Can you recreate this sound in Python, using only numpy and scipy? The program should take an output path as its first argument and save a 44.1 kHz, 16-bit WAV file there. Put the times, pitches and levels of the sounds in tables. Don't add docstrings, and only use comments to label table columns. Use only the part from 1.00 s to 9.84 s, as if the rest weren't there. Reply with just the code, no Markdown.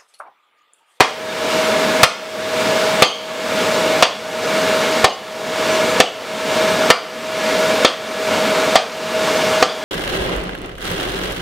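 import sys
import numpy as np
from scipy import signal
from scipy.fft import rfft, irfft
from scipy.io import wavfile
from scipy.ndimage import uniform_filter1d, minimum_filter1d

SR = 44100
rng = np.random.default_rng(int(sys.argv[2]) if len(sys.argv) > 2 else 0)


def magnitude_from_level(level_db):
    exponent = np.asarray(level_db, float) / 20
    return 10 ** exponent


def dump_mix(stems):
    frames = np.atleast_2d(stems).T
    limited = np.clip(frames, -1, 1)
    pcm = np.round(limited * 32767).astype(np.int16)
    wavfile.write(sys.argv[1], SR, pcm)


N = 389844


def evened(x):
    return x / np.sqrt(np.mean(x ** 2) + 1e-20)


def read(points, hz):
    f, value = np.transpose(points)
    return np.interp(np.log(hz + 1), np.log(f + 1), value)


def add(mix, s, sound):
    part = mix[round(s * SR):][:len(sound)]
    part += sound[:len(part)]


def drift(rate_hz, count=N, rows=()):
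    hz = np.fft.rfftfreq(count, 1 / SR)
    spectrum = rfft(rng.standard_normal((*rows, count)))
    return evened(irfft(spectrum / (1 + (hz / rate_hz) ** 2), count))


def rings(modes, t, spread_db, rough, rough_hz):
    hz, db, t60 = np.transpose(modes)[:, :, None]
    share, detune, turn = rng.standard_normal((3, len(modes), 1))
    sway, skew = drift(rough_hz, count=len(t), rows=(2, len(modes)))
    angle = 2 * np.pi * hz * (1 + 0.00382 * detune) * t + rough * turn
    tone = (1 + rough * sway) * np.sin(angle) + rough * skew * np.cos(angle)
    fading_db = db + spread_db * share - 60 * t / t60
    return (magnitude_from_level(fading_db) * tone).sum(0)


# f/Hz, level/dB per Hz
ROAR_COLOUR = [(15, -70), (25, -41), (107, -21.5), (141, -25.5), (223, -11.5), (362, -15), (487, -10),
               (543, -16), (621, -3.5), (711, -14.5), (1100, -15), (1830, -19.5), (3690, -22),
               (7450, -30.5), (15900, -47.5)]
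# f/Hz,
# width/Hz, level over the roar/dB
DUCT_TONES = [(118.5, 19, 7), (177.6, 9.1, 14.5), (217, 24, 2.5), (409.6, 11, 4), (485, 45, 5),
              (652, 80, -4), (929, 48, 3), (1320, 12.5, 10.5), (1453, 16.4, 12), (1691, 21, 13.5),
              (2172, 52, 7), (2327, 33, 7.5), (2803, 55, 5.5), (3380, 85, 2.5), (3670, 22, 7),
              (4720, 60, 2.5), (7850, 51, 1.5), (14300, 3300, 7)]


def blower():
    roar_level_db, whine_level_db, whine_hz = -17, -20.5, 633.7
    frames, hz = N // 512 + 5, np.fft.rfftfreq(2048, 1 / SR)
    a, b, patches = rng.standard_normal((frames, 1025, 3)).T
    patches = uniform_filter1d(patches, size=24, axis=0)
    patches = evened(uniform_filter1d(patches, size=6, axis=1))
    duct_db = sum(db / (1 + (2 * (hz - f) / w) ** 2) for f, w, db in DUCT_TONES)
    colour_db = (read(ROAR_COLOUR, hz) + duct_db)[:, None]
    z = (a + 1j * b) * magnitude_from_level(colour_db + 0.61 * patches)
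    roar = evened(signal.istft(z, nperseg=2048, noverlap=1536)[1][:N])
    flutter_db = 0.2 * drift(15)
    waver_db = 0.45 * drift(2.4)
    turns = np.cumsum(whine_hz + .3 * drift(2.5)) / SR
    whine = np.sqrt(2) * np.sin(2 * np.pi * turns) * magnitude_from_level(whine_level_db + waver_db)
    return magnitude_from_level(roar_level_db + flutter_db) * roar + whine


# f/Hz, level/dB, time to fall 60 dB/s
KNOCK_TONES = [(509.4, -0.5, 0.024), (692, 5, 0.02), (1136, -2, 0.022), (1234, 1.5, 0.012),
               (1730, -11, 0.0072), (2336, -3, 0.01), (2679, -5, 0.017)]
# f/Hz, level/dB
CRACK_COLOUR = [(60, -34), (150, 4), (350, 5), (600, 14), (1500, 5), (4000, 1), (7000, -13), (11000, -20.5),
                (16000, -33)]
# f/Hz, level/dB
RATTLE_COLOUR = [(150, -22), (450, 4.5), (1200, 3), (3000, -5), (4800, -5.5), (6500, -12.5), (9000, -18.5),
                 (16000, -49)]
# f/Hz, level/dB, time to fall 60 dB/s
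ANVIL_TONES = [(508, -6, 0.26), (795, -1.5, 0.078), (1030, -5, 0.027), (1156, 0.5, 0.3), (1360, -5, 0.13),
               (1500, -8, 0.23), (1805, 12, 0.07), (2056, -5.5, 0.11), (2090, 3, 0.15), (2395, -9, 0.12),
               (2757, 5, 0.079)]
# f/Hz, level/dB, time to fall 60 dB/s
BAR_TONES = [(2553, -9.5, 0.18), (3190, -8, 0.28), (3370, -13, 0.14), (3634, -28, 0.39), (3530, -9, 0.15),
             (4160, -5, 0.083), (4680, -8.5, 0.2), (5380, -31, 0.17), (5635, -8, 0.08), (6400, -14, 0.15),
             (7420, -22, 0.09), (7800, -17, 0.099), (8700, -23, 0.11), (9600, -47, 0.17)]


def blow(strength_db, bright_db, bar_db, rattle_db):
    t = np.arange(SR // 3) / SR
    hz = np.fft.rfftfreq(len(t), 1 / SR)
    tilt_db = bright_db * np.log2(hz / 1000 + .01)
    colours = [magnitude_from_level(read(CRACK_COLOUR, hz) + tilt_db), magnitude_from_level(read(RATTLE_COLOUR, hz))]
    grit, shake = irfft(rfft(rng.standard_normal((2, len(t)))) * colours, len(t))
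    crack = evened(grit) * magnitude_from_level(0.5 - 60 * t / 0.063)
    rattle = evened(shake) * magnitude_from_level(rattle_db - 17.5 - 60 * t / 0.34)
    knock = magnitude_from_level(4.5) * rings(KNOCK_TONES, t, spread_db=1.5, rough=.6, rough_hz=200)
    anvil = magnitude_from_level(-23.5) * rings(ANVIL_TONES, t, spread_db=1, rough=1.39, rough_hz=103)
    bar = magnitude_from_level(bar_db - 18) * rings(BAR_TONES, t, spread_db=1.5, rough=3, rough_hz=220)
    onset = np.minimum(t / .0005, 1)
    return magnitude_from_level(strength_db) * (knock + crack + rattle + anvil + bar) * onset


def bounce(db, hz, t60):
    t = np.arange(SR // 3) / SR
    tones = [(hz - 130, -10, t60), (hz, -1, t60), (hz + 110, -6, t60)]
    ring = rings(tones, t, spread_db=1, rough=.8, rough_hz=70)
    tick = uniform_filter1d(rng.standard_normal(len(t)), size=6) * magnitude_from_level(-17 - 60 * t / 0.024)
    return magnitude_from_level(db) * (ring * np.minimum(t / .0015, 1) + tick)


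# f/Hz, time to fall 60 dB/s
SHOP_ECHO = [(150, 0.2), (500, 0.44), (1500, 0.47), (4000, 0.56), (8000, 0.44), (15000, 0.068)]


def shop(x):
    taps = np.zeros(SR)
    at = np.arange(200, SR - 20, 20)
    taps[at + rng.integers(0, 20, len(at))] = rng.choice([-1., 1.], len(at))
    hz, t, z = signal.stft(taps, SR, nperseg=256)
    fading = magnitude_from_level(-60 * t / read(SHOP_ECHO, hz)[:, None])
    tail = signal.istft(z * fading, SR, nperseg=256)[1]
    return signal.fftconvolve(x, tail / np.linalg.norm(tail))[:N]


# t/s, strength/dB, brightness/dB per octave, bar ring/dB, rattle/dB
HAMMER_BLOWS = [
    (.0050, 10.5, 1, -13, 6.5),
    (1.0316, 15.5, 3.5, -30, -21),
    (2.0219, 12, 1.7, 0, -2),
    (3.0247, 7, 1, 3.5, 6.5),
    (4.0431, 9.5, 2, 0, -1),
    (5.001, 7.5, 2, 2.5, -7),
    (5.9019, 12, 2, -6.5, -4),
    (6.8475, 3.5, -2.5, 4, 8.5),
    (7.7554, 2, 0.5, 4.5, 10.5),
    (8.6254, 0, -1, 2, 10),
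]
# t/s,
# level/dB, f/Hz, time to fall 60 dB/s
LATE_RINGS = [(0.045, -16, 3270, 0.23), (1.034, -29, 13800, .15), (2.037, -12, 4550, 0.41),
              (2.04, -14, 6400, 0.33), (2.056, -7.5, 3134, 0.36), (2.045, -22, 7200, .25),
              (2.04, -26, 9300, .3), (2.03, -28, 13900, .22), (2.095, -11, 2880, 0.14),
              (2.125, -9.5, 3190, 0.15), (3.044, -7, 3410, 0.15), (3.124, -19, 3400, 0.17),
              (4.1, -14, 2940, .2), (5.058, -9, 2920, 0.16), (5.915, -9, 4780, 0.32),
              (6.852, -6, 3540, 0.16), (8.685, -22, 4750, 0.35), (8.688, -16, 3400, 0.31)]


def scene():
    steel, drops = np.zeros((2, N))
    for s, *stroke in HAMMER_BLOWS:
        add(steel, s, blow(*stroke))
    for s, *drop in LATE_RINGS:
        add(drops, s, bounce(*drop))
    wet = magnitude_from_level(-11.0) * shop(steel + drops)
    return np.tile(steel + drops + wet + blower(), (2, 1))


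def filled(x):
    share, level_db, wide_hz = .08, -2, 1900
    window, side = signal.windows.kaiser_bessel_derived(2048, 4 * np.pi), np.zeros(N)
    hz = np.fft.rfftfreq(2048, 1 / SR)
    for start in range(371 + 2048, N - 2048, 1024):
        part = x[start - 1500:][:2048]
        chance, place, wide = rng.random(3)
        if chance < share and abs(x[start - 1500:start + 2048]).max() < .8:
            low_hz = 4200 + 10000 * place ** 1.6
            band = (hz > low_hz) & (hz < low_hz + wide_hz * (.6 + wide))
            add(side, start / SR, magnitude_from_level(level_db) * window * irfft(rfft(part) * band))
    return side * [[1], [-1]]


def band_limit(x):
    return signal.sosfilt(signal.butter(12, 16010, fs=SR, output="sos"), x)


def record(dry):
    power = signal.lfilter([.004], [1, -.996], dry[0] ** 2)
    over_db = 0.61 * np.maximum(10 * np.log10(power + 1e-12) + 11, 0)
    hold = round(.11 * SR)
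    over_db = -minimum_filter1d(-over_db, size=hold, origin=(hold - 1) // 2, mode="constant")
    climb = np.arange(N) * 33.0 / SR
    duck_db = np.maximum.accumulate(over_db + climb) - climb
    quick, slow = np.exp(-1 / (0.0054 * SR)), np.exp(-1 / (0.032 * SR))
    quick_db = 0.89 * signal.lfilter([1 - quick], [1, -quick], duck_db)
    slow_db = 0.24 * signal.lfilter([1 - slow], [1, -slow], duck_db)
    duck_db = quick_db + slow_db
    hiss = magnitude_from_level(-54.5) * np.diff(rng.standard_normal(N + 1))
    clipped = 0.97 * np.clip(dry * magnitude_from_level(-duck_db), -1, 1) + hiss
    amplifier = signal.butter(1, [95, 13000], "band", fs=SR, output="sos")
    rounded = signal.sosfilt(amplifier, clipped)
    edge = signal.firwin(301, 15950, window=("kaiser", 8), fs=SR)
    rounded = signal.oaconvolve(rounded[0], edge, "same")
    return band_limit(rounded + filled(rounded))


dry = scene()
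out = record(dry)
dump_mix(out)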